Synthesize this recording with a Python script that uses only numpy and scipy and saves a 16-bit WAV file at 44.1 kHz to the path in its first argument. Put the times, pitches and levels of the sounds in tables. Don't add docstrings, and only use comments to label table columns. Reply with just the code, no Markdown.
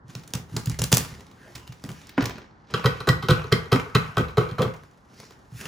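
import sys
import numpy as np
from scipy import signal
from scipy.fft import rfft, irfft, next_fast_len
from scipy.io import wavfile
from scipy.ndimage import uniform_filter1d

SR = 44100
rng = np.random.default_rng(int(sys.argv[2]) if len(sys.argv) > 2 else 0)


def unload_audio(sound):
    columns = np.transpose(np.atleast_2d(sound))
    steps = np.round(np.clip(columns, -1, 1) * 32767)
    wavfile.write(sys.argv[1], SR, steps.astype(np.int16))


N = 250355

# start in seconds, level of the bright part in dB,
# centre in Hz, length in ms, low body relative to the bright part in dB.
CRACK_EVENTS = [(.0813, -47, 4640, 3.5, -26), (0.1519, -23.5, 3640, 2.4, -11.5),
                (.2343, -39, 2530, 6.7, -22), (.2765, -33.5, 5440, 4.2, -37), (0.3047, -43, 5520, 2.8, -22),
                (0.3368, -12.5, 5400, 1.9, -15.5), (0.3506, -21, 4860, 5.6, -27),
                (0.5653, -14.5, 4630, 4.4, -11.5), (.658, -20.5, 7150, 4.2, -33),
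                (0.671, -25, 2760, 3.6, -27), (0.6981, -11.5, 7140, 0.28, -23), (.716, -29, 5240, 2.5, -34),
                (.789, -16.5, 5160, 7.4, -16), (.8182, -11, 5100, 2.8, -14), (.839, -8.5, 5830, 3.2, -21.5),
                (0.9172, -12.5, 6800, 10, -9.5), (0.9268, -1.5, 3880, 2.8, -15),
                (.9324, -21, 3760, 3.5, -27), (0.9402, -7.5, 6270, 2.8, -39),
                (0.947, -7.5, 7310, 2.7, -36.5), (.9701, -4, 6600, 2.3, -30), (.9725, -7, 6900, 1.1, -16.5),
                (0.9807, -8.5, 7190, 2.4, -33), (0.9839, -18, 2420, 1.4, -20),
                (1.2066, -40.5, 3330, 4.4, -3), (1.267, -42.5, 4300, 2.6, -9), (1.313, -40, 2810, 3.8, -12),
                (1.552, -28.5, 3240, 8.8, -32), (1.5606, -34.5, 2850, 8, -10), (1.676, -34, 2680, 3.6, -21),
                (1.722, -36.5, 2900, 6.4, -12), (1.8396, -26, 4900, 1.6, -8.5),
                (1.8904, -28, 2070, 3.5, -14), (1.9164, -32.5, 3960, 2.1, -14),
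                (2.07, -37, 5400, 3.2, -28.5), (2.093, -30, 2740, 5.1, -26), (2.1784, -29, 2080, 5.7, 16.5),
                (2.222, -27.5, 2470, 8.2, 3), (2.2408, -25.5, 2080, 3.5, -13),
                (2.2557, -16.5, 3260, 5, -14), (2.2955, -28.5, 2040, 2.9, -0.5),
                (2.3812, -39.5, 2050, 5.2, 3), (2.7073, -44, 4650, 5.5, -3), (4.6189, -26.5, 3900, 6, -3),
                (4.7381, -39.5, 2440, 5.5, 3), (4.8358, -44.5, 2340, 1.2, 0),
                (5.2006, -31.5, 4500, 3.7, -10), (5.231, -48, 2830, 2.8, 7),
                (5.3075, -39.5, 2850, 2.7, -2.5)]
# frequency in Hz, gain in dB.
CRACK_COLOUR = [(300, 7.5), (1000, -3.5), (2500, -4), (6000, 0), (9000, -1), (13000, -4.5), (15500, 7.5),
                (16500, 5)]
CRACK_FIZZ_DB = -2.2
STRIP_HZ, STRIP_DB = 440, 6


def cracks():
    out, t = np.zeros(N), np.arange(2500) / SR
    noises = rng.standard_normal((len(CRACK_EVENTS), 2500))

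    def body_gain_db(f):
        broad = -6.0 * np.log2((f + 1) / 900) ** 2
        hollow = STRIP_DB - 60 * np.log2((f + 1) / STRIP_HZ) ** 2
        return np.maximum(broad, hollow)

    for (s, db, centre_hz, ms, body_db), noise in zip(CRACK_EVENTS, noises):
        ms = max(ms, .3)

        def bright_gain_db(f):
            off_centre = np.minimum(np.log2((f + 1) / centre_hz) ** 2, 2.5)
            return read(CRACK_COLOUR, f) - 4.35 * off_centre + CRACK_FIZZ_DB * shelf(f, 11000, order=8)

        splintering = (1 - np.exp(-4000 * t / ms)) * np.exp(-(1000 * t / ms) ** 2)
        front = .5 * np.exp(-t / 0.000068)
        bright = colour(noise, bright_gain_db) * (splintering + front)
        body = colour(noise, body_gain_db) * np.minimum(t / 0.0008, 1) * np.exp(-400 * t / ms)
        add(out, s - .0004, amp(db) * (peaked(bright) + amp(body_db) * peaked(body)))
    return out


# time in seconds, level in dB,
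# lift of the low body in dB, lift of the fizz in dB.
RUSTLE_COURSE = [(0.0, -100, -21, -16), (.1, -59, 3.5, 8), (.45, -73.5, 14.5, 8), (.55, -56, 8.5, 15),
                 (.9, -75, -3, 2.5), (1.05, -48, 3, 11), (1.3, -67.5, 12, 4), (1.5, -60, 6.5, 9),
                 (1.8, -66.5, -1.5, 8), (1.9, -60.5, 14.5, 13.5), (2.02, -56, -0.5, 7),
                 (2.16, -61, 1.5, -18.5), (2.2, -41, 7, -13.5), (2.4, -56.5, 9, -12),
                 (2.52, -71.5, 9.5, -13), (2.66, -72.5, 1.5, -6.5), (2.71, -53, 9, -10),
                 (4.8, -68.5, 4.5, 8), (5.06, -73, 13, 5.5), (5.19, -60, 7.5, 11), (5.31, -64.5, 3.5, 9),
                 (5.37, -68.5, 5, 7), (5.49, -70.5, 7, 8), (5.58, -51, -4, 17), (5.67, -46, 6, 8)]
# frequency in Hz, gain in dB.
RUB_COLOUR = [(40, -33.5), (110, -4), (250, -8.5), (700, -20.5), (1700, -13.5), (3000, -17), (6000, -20.5),
              (9000, -31.5), (14000, -38.5), (16500, -33.5)]
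# middle in seconds, half length in seconds,
# centre in Hz, width in octaves, boost in dB.
CREAK_SPELLS = [(1.435, 0.068, 1620, 0.26, 11.5), (1.48, 0.037, 626, 0.54, 14.5),
                (1.641, 0.046, 990, 0.12, 22), (1.67, .08, 2850, 0.1, 13), (5.23, 0.098, 5040, 0.41, 8.5),
                (5.63, 0.051, 1440, 0.25, 6)]
TRAIL_DB, TRAIL_SHARE, TRAIL_FALL_DB_PER_S = -35.5, 0.72, 218.5


def rustle():
    course_s, course_db, course_body_db, course_fizz_db = np.transpose(RUSTLE_COURSE)
    flutter = amp(0.92 * evened(uniform_filter1d(rng.standard_normal(N), 150)))
    ticks = evened(snags()) * rng.standard_normal(N) * flutter
    hz, t, spectrum = signal.stft(ticks, SR, nperseg=512)

    now = np.arange(N) / SR
    crack_s, crack_db = np.transpose(CRACK_EVENTS)[:2]
    trails = dying(now, crack_s, TRAIL_DB + TRAIL_SHARE * crack_db, TRAIL_FALL_DB_PER_S)
    level = np.sqrt(amp(np.interp(now, course_s, course_db)) ** 2 + trails)

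    body_db, fizz_db = np.interp(t, course_s, course_body_db), np.interp(t, course_s, course_fizz_db)
    colour_db = read(RUB_COLOUR, hz)[:, None]
    colour_db = colour_db + np.outer(1 - shelf(hz, 1320, order=6), body_db)
    colour_db += np.outer(shelf(hz, 7400, order=6), fizz_db)
    for mid_s, half_s, centre_hz, octaves, db in CREAK_SPELLS:
        band = np.exp(-(np.log2((hz + 1) / centre_hz) / octaves) ** 2)
        colour_db += db * np.outer(band, np.exp(-((t - mid_s) / half_s) ** 4))
    patches = rng.standard_normal(spectrum.shape)
    patches = evened(uniform_filter1d(uniform_filter1d(patches, 5, 0), 12, 1))

    middle = amp(read(RUB_COLOUR, hz))[(hz > 2000) & (hz < 9000)]
    scale = np.sqrt(np.mean(middle ** 2) * 7000 / (SR / 2))
    return level * signal.istft(spectrum * amp(colour_db + 1.3 * patches) / scale, SR, nperseg=512)[1][:N]


# start in seconds, slide level in dB, slide fall in dB per second,
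# low ring left free in Hz, high ring left free in Hz, knock of the tile in Hz, ring of the sliding edge in Hz.
KNIFE_STROKES = [(2.738, -36.5, 90, 1410, 2870, 420, 2670), (2.842, -35.5, 103, 1290, 4140, 516, 2460),
                 (3.072, -32.5, 163, 1240, 1920, 374, 2000), (3.286, -30, 127, 1260, 3860, 446, 2520),
                 (3.516, -35.5, 120, 1400, 1934, 417, 2200), (3.716, -32, 111, 1225, 2130, 440, 2290),
                 (3.947, -34.5, 91, 1330, 2370, 410, 2380), (4.169, -33.5, 160, 1280, 3330, 467, 2420),
                 (4.37, -36, 113, 1165, 1930, 430, 2330), (4.583, -37, 122.5, 1120, 3380, 483, 2250)]


def grip(t):
    strokes = np.array(KNIFE_STROKES)
    under_way = np.maximum(np.searchsorted(strokes[:, 0], t + .004) - 1, 0)
    return strokes[under_way, 3:].T


# start in seconds,
# level of the low ring in dB, chatter decay in ms, then tile knock and hardness relative to that ring in dB.
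JAB_EVENTS = [(2.7396, -15, 6.3, -4.5, -2.5), (2.8419, -17.5, 12, -1, -13), (2.859, -13, 5.7, -1, -1.2),
              (3.004, -28.5, 4.2, -1.5, -0.5), (3.0097, -29, 3.3, -27, -4), (3.073, -16.5, 15, 2.5, -5.5),
              (3.0892, -13, 3.4, -8.5, 2.4), (3.225, -26.5, 22, -7, -3.5), (3.2866, -17.5, 7.7, 2.5, -1.5),
              (3.3007, -18.5, 12, 2.5, 0), (3.3068, -15, 7, -24, 1), (3.4409, -32.5, 4.5, 2.5, -5.5),
              (3.521, -16, 4.8, 4, -6), (3.5253, -17, 4.3, 0.5, 7.5), (3.6583, -46, 3.6, 10, 4.5),
              (3.7199, -16, 5.6, 4.5, -0.2), (3.7277, -13.5, 9.8, -6, -2.5), (3.8595, -36, 5.2, 3.5, -22),
              (3.9507, -15, 6.3, -3, 2.5), (3.9545, -17, 3.1, -3, 1), (4.091, -49, 7.8, -11, -7),
              (4.1699, -13.5, 2.2, -7.5, -10), (4.1802, -16.5, 6, -5, -5.5), (4.1985, -25.5, 2.6, 6, -7),
              (4.284, -38.5, 9, 1, -3.5), (4.372, -22, 14, 9.5, -5), (4.3801, -12, 6.9, -8.5, -11),
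              (4.4093, -26, 6.8, 0, -8.5), (4.4898, -48, 9.1, 14, 10), (4.5128, -38.5, 3.9, 2, 1.2),
              (4.5854, -22.5, 33, 0.5, -11), (4.5976, -21, 14, 4.5, -23), (4.6189, -29, 9.4, 8.5, 7),
              (4.6479, -23, 7.6, -6, -30), (4.6794, -44, 15, 8, -13)]
# frequency in Hz, width in Hz, level in dB.
BLADE_MODES = [(610, 42, 4), (759, 130, 5.5), (1030, 78, -2.5), (1130, 45, 3), (1292.4, 43, 4),
               (1496, 38.6, 4), (1936, 28, -7.5), (2096, 29, -12.5), (2610, 125, -13), (3050, 97, -8.5),
               (3252, 120, -8), (3470, 150, -12.5), (4003, 280, -8.5), (5150, 300, -18)]
# frequency in Hz, width in Hz, level in dB.
TILE_MODES = [(351, 85, -6), (382.6, 59, -3.5), (447, 61, -4.5), (526.4, 72, -1), (542, 73, -2)]
# frequency in Hz, gain in dB.
GRIT_COLOUR = [(1500, -19), (3000, -4), (5500, 1), (8000, -2.5), (11000, -6.5), (14500, -4), (16500, -11)]


def jabs():
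    out, t = np.zeros(N), np.arange(5000) / SR
    blade_hz, tile_hz = np.transpose(BLADE_MODES)[0], np.transpose(TILE_MODES)[0]
    blade = rings(BLADE_MODES, t)
    tile = rings(TILE_MODES, t) * (1 - np.exp(-t / 0.0017))
    smear = np.exp(-np.arange(60) / 27.0)
    chances = rng.random((len(JAB_EVENTS), 3, 5000))

    for (s, db, ms, knock_db, hard_db), (a, b, c) in zip(JAB_EVENTS, chances):
        low_hz, high_hz, knock_hz = grip(s)[:3]
        force = np.exp(-1000 * t / max(ms, .5))
        slips = force * (a < 1500 / SR) * (.5 + b) * np.sign(c - .35)
        slips[0] = 1.46
        mode_chance = amp(3.0 * (c[:len(BLADE_MODES)] - .5))
        low_ring = mode_chance * freed(blade_hz, low_hz, 31.0, -63.0) @ blade
        high_ring = mode_chance * freed(blade_hz, high_hz, 38.0, -5.5) * (blade_hz > 1700) @ blade
        knock_ring = freed(tile_hz, knock_hz, 36.0, -10.0) @ tile
        low, high, knock = (peaked(signal.fftconvolve(slips, ring)[:len(t)])
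                            for ring in (low_ring, high_ring, knock_ring))
        crushing = 1.6 * force + np.convolve(abs(slips), smear)[:len(t)]
        grit = colour((a - .5) * crushing, lambda f: read(GRIT_COLOUR, f))
        hard = amp(hard_db) * (high + 0.49 * peaked(grit))
        add(out, s - .0005, amp(db) * (low + amp(knock_db) * knock + hard))
    return out


SCUFF_DB, SCUFF_SHARE, SCUFF_FALL_DB_PER_S = -36.5, 0.36, 400
SLIDE_RING_WIDTH_HZ, SLIDE_RING_DB, SLIDE_GRIT_DB = 340, -5, -16


def drag():
    flutter = amp(1.1 * evened(uniform_filter1d(rng.standard_normal(N), 60)))
    slips = snags() * rng.standard_normal(N) * flutter
    hz, t, spectrum = signal.stft(evened(slips), SR, nperseg=512)

    now = np.arange(N) / SR
    push_s, slide_db, fall = np.transpose(KNIFE_STROKES)[:3]
    jab_s, jab_db = np.transpose(JAB_EVENTS)[:2]
    power = dying(now, push_s, slide_db, fall)
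    power += dying(now, jab_s, SCUFF_DB + SCUFF_SHARE * jab_db, SCUFF_FALL_DB_PER_S)

    low_hz, _, _, edge_hz = grip(t)
    column_hz = hz[:, None]
    modes = np.sqrt(sum(amp(db) ** 2 / (1 + ((column_hz - f) / w) ** 2)
                        for f, w, db in TILE_MODES + BLADE_MODES))
    low = modes * freed(column_hz, low_hz, 23.0, -12.0)
    high = modes / (1 + ((column_hz - edge_hz) / SLIDE_RING_WIDTH_HZ) ** 2)
    low_part = low / np.sqrt(np.mean(low ** 2, 0))
    high_part = amp(SLIDE_RING_DB) * high / np.sqrt(np.mean(high ** 2, 0))
    grit = amp(SLIDE_GRIT_DB) * evened(amp(read(GRIT_COLOUR, hz)))[:, None]
    return np.sqrt(power) * signal.istft(spectrum * (low_part + high_part + grit), SR, nperseg=512)[1][:N]


# start in seconds, peak in dB, pitch that this spot favours in Hz,
# ring time as a factor.
THUMP_EVENTS = [(0.046, -41, 124, 1), (0.091, -40, 128, 0.95), (0.159, -29, 137, 1), (0.338, -35, 142, 1),
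                (0.354, -20, 138, 0.27), (0.524, -32, 130, 0.59), (0.543, -26, 160, 0.55),
                (0.569, -23, 153, 0.63), (0.675, -16, 125, 1), (0.701, -22, 132, 0.3),
                (0.724, -27.5, 77, 0.46), (0.793, -24.5, 87, 1), (0.82, -17, 134, 1),
                (0.842, -31, 100, 0.45), (0.92, -24, 230, 0.43), (0.933, -8, 127, 0.55),
                (0.974, -24, 169.3, 0.64), (1.116, -33.5, 93, 1), (1.552, -39, 91.5, 1),
                (1.695, -31.5, 111, 1), (1.844, -28.5, 175, 0.47), (1.888, -33, 156, 1),
                (1.912, -36, 152, 0.83), (2.184, -10.5, 229, 0.37), (2.226, -19.5, 100, 0.73),
                (2.26, -35, 83.4, 1), (2.74, -21.5, 146, 1), (2.854, -10, 129, 0.94),
                (2.869, -21.5, 113, 0.52), (3.009, -30, 111, 0.75), (3.085, -16.5, 150, 0.38),
                (3.098, -8, 114, 0.74), (3.239, -23, 149, 0.53), (3.296, -11.5, 151, 0.39),
                (3.316, -6, 138, 0.43), (3.45, -31, 125, 0.78), (3.526, -11, 146, 0.85),
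                (3.728, -10, 125, 1), (3.748, -15, 254, 0.47), (3.954, -10, 140, 0.96),
                (4.091, -32, 118, 0.38), (4.177, -15.5, 111, 0.74), (4.196, -16.5, 167, 0.5),
                (4.226, -25.5, 76.6, 0.46), (4.382, -10.5, 126, 0.86), (4.519, -24.5, 133.7, 0.9),
                (4.595, -17.5, 159, 1), (4.625, -22.5, 153, 0.64), (4.659, -19.5, 147, 1),
                (5.196, -44, 148, 0.67), (5.524, -34, 119, 1), (5.549, -32.5, 102, 0.97),
                (5.6, -42, 162, 0.87)]
# frequency in Hz, level in dB, time to fall 60 dB in seconds.
BOARD_MODES = [(71.7, -2, 0.43), (111.3, -1.5, 0.12), (128, 5.5, 0.095), (155.4, 1.5, 0.14),
               (208.2, 3.5, 0.14), (260.8, 7.5, 0.17), (312, -9.5, 0.14), (422, -5, 0.058),
               (422, -18.5, 0.056)]


def thumps():
    out, t = np.zeros(N), np.arange(12000) / SR
    soft_onset = (1 - np.exp(-t / 0.0031)) ** 2
    for s, db, spot_hz, lasting in THUMP_EVENTS:
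        ring = np.zeros(len(t))
        for hz, mode_db, t60 in BOARD_MODES:
            off_spot_db = 29.5 * min(np.log2(hz / spot_hz) ** 2, .75)
            fall_db = 60 * t / (t60 * max(lasting, .15))
            ring += amp(mode_db - off_spot_db - fall_db) * np.sin(2 * np.pi * hz * t)
        add(out, s - .002, amp(db) * peaked(ring * soft_onset))
    return out


SNAGS_PER_S, SNAG_S, SNAG_DB = 60, .003, -1


def snags():
    catches = rng.exponential(1, N) * (rng.random(N) < SNAGS_PER_S / SR)
    return 1 + amp(SNAG_DB) * signal.lfilter([1], [1, -np.exp(-1 / (SNAG_S * SR))], catches)


# frequency in Hz, time to fall 60 dB in seconds.
ROOM_DECAY = [(80, 0.46), (250, 0.26), (700, 0.36), (1500, 0.41), (4000, 0.25), (10000, 0.23)]


def room(x):
    taps = np.zeros((2, 30000))
    at = np.arange(120, 29980, 20) + rng.integers(0, 20, (2, 1493))
    np.put_along_axis(taps, at, rng.choice([-1., 1.], at.shape), 1)
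    hz, t, spectrum = signal.stft(pair(*taps), SR, nperseg=512)
    swell = 1.1 - np.exp(-t / 0.0017)
    decay = amp(-60 * t / read(ROOM_DECAY, hz)[:, None])
    tail = signal.istft(spectrum * swell * decay, SR, nperseg=512)[1]
    tail[:, :120] = 0
    return signal.fftconvolve(x[None], tail / np.linalg.norm(tail[0]), axes=1)[:, :N]


# frequency in Hz, gain in dB.
HUSH_COLOUR = [(15, -24.5), (25, -1.5), (101, -3), (237, -7.5), (665, -16.5), (817, -12), (1870, -20),
               (2300, -42), (4990, -44.5), (10500, -64), (12000, -61.5), (15600, -101), (22000, -120)]
HUSH_DB = -53.5


def hush():
    left, other, drift = rng.standard_normal((3, N))
    swell = amp(1.0 * evened(uniform_filter1d(uniform_filter1d(drift, 5000), 5000)))
    tone = evened(colour(pair(left, other), lambda f: read(HUSH_COLOUR, f)))
    return amp(HUSH_DB) * swell * tone


# frequency in Hz, likeness from -1 to 1.
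LIKENESS = [(60, 1), (250, 0.78), (600, 0.22), (1600, -0.4), (3000, -0.19), (7000, 0.33), (10000, .8),
            (16000, .85)]


def pair(left, other):
    size = next_fast_len(len(left))
    same = np.clip(read(LIKENESS, np.fft.rfftfreq(size, 1 / SR)), -.99, .99)
    right = same * rfft(left, size) + np.sqrt(1 - same ** 2) * rfft(other, size)
    return np.array([left, irfft(right, size)[:len(left)]])


def rings(modes, t):
    return np.array([(-1) ** k * amp(db) * w * np.exp(-np.pi * w * t) * np.sin(2 * np.pi * hz * t)
                     for k, (hz, w, db) in enumerate(modes)])


def freed(hz, free_hz, db_per_octave2, floor_db):
    return amp(np.maximum(-db_per_octave2 * np.log2((hz + 1) / free_hz) ** 2, floor_db))


def dying(t, starts, levels_db, falls_db_per_s):
    levels_db, falls = np.reshape(levels_db, (-1, 1)), np.reshape(np.abs(falls_db_per_s), (-1, 1))
    since = t - np.reshape(starts, (-1, 1))
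    level_db = levels_db - falls * np.maximum(since, 0)
    return (amp(level_db) ** 2 * (since >= 0)).sum(0)


def amp(db):
    return 10 ** (np.asarray(db) / 20)


def evened(x):
    return x / np.sqrt(np.mean(x ** 2) + 1e-20)


def peaked(x):
    return x / (abs(x).max() + 1e-12)


def read(points, hz):
    f, value = np.transpose(points)
    return np.interp(np.log(hz + 1), np.log(f + 1), value)


def shelf(hz, corner_hz, order):
    return 1 / (1 + (corner_hz / (hz + 1)) ** order)


def colour(x, gain_db):
    size = next_fast_len(x.shape[-1] + 2048)
    gain = amp(gain_db(np.fft.rfftfreq(size, 1 / SR)))
    return irfft(rfft(x, size) * gain, size)[..., :x.shape[-1]]


def add(mix, s, sound):
    part = mix[max(round(s * SR), 0):][:len(sound)]
    part += sound[:len(part)]


def scene():
    snap, jab, thump, rub = cracks(), jabs() + drag(), thumps(), rustle()
    direct = (snap + jab + thump + rub) * amp([[-.4], [.4]])
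    wet = amp(-7.5) * snap + amp(-5.0) * jab + amp(-8.5) * thump + amp(-7.5) * rub
    return direct + room(wet) + hush()


# frequency in Hz, phase by which left leads in radians.
PORT_PHASE = [(0, 0), (1800, .1), (3200, .55), (6800, 0), (8000, -1.9), (8450, -3.14), (9000, -4.6),
              (10200, -6.3), (11000, -7.5), (12000, -9.42), (14000, -12.6), (15800, -15.6)]
EDGE_HZ = 16700


def record(dry):
    size = next_fast_len(N + 2048)
    hz = np.fft.rfftfreq(size, 1 / SR)
    phase = np.interp(hz, *np.transpose(PORT_PHASE))
    lead = np.exp(.5j * np.outer([1, -1], phase))
    bass_cut = np.sqrt(shelf(hz, 50, order=6))
    miked = irfft(rfft(dry, size) * lead * bass_cut, size)[:, :N]
    edge = signal.firwin(511, EDGE_HZ, window=("kaiser", 9), fs=SR)
    return signal.oaconvolve(miked, edge[None], "same")


dry = scene()
out = record(dry)
unload_audio(out)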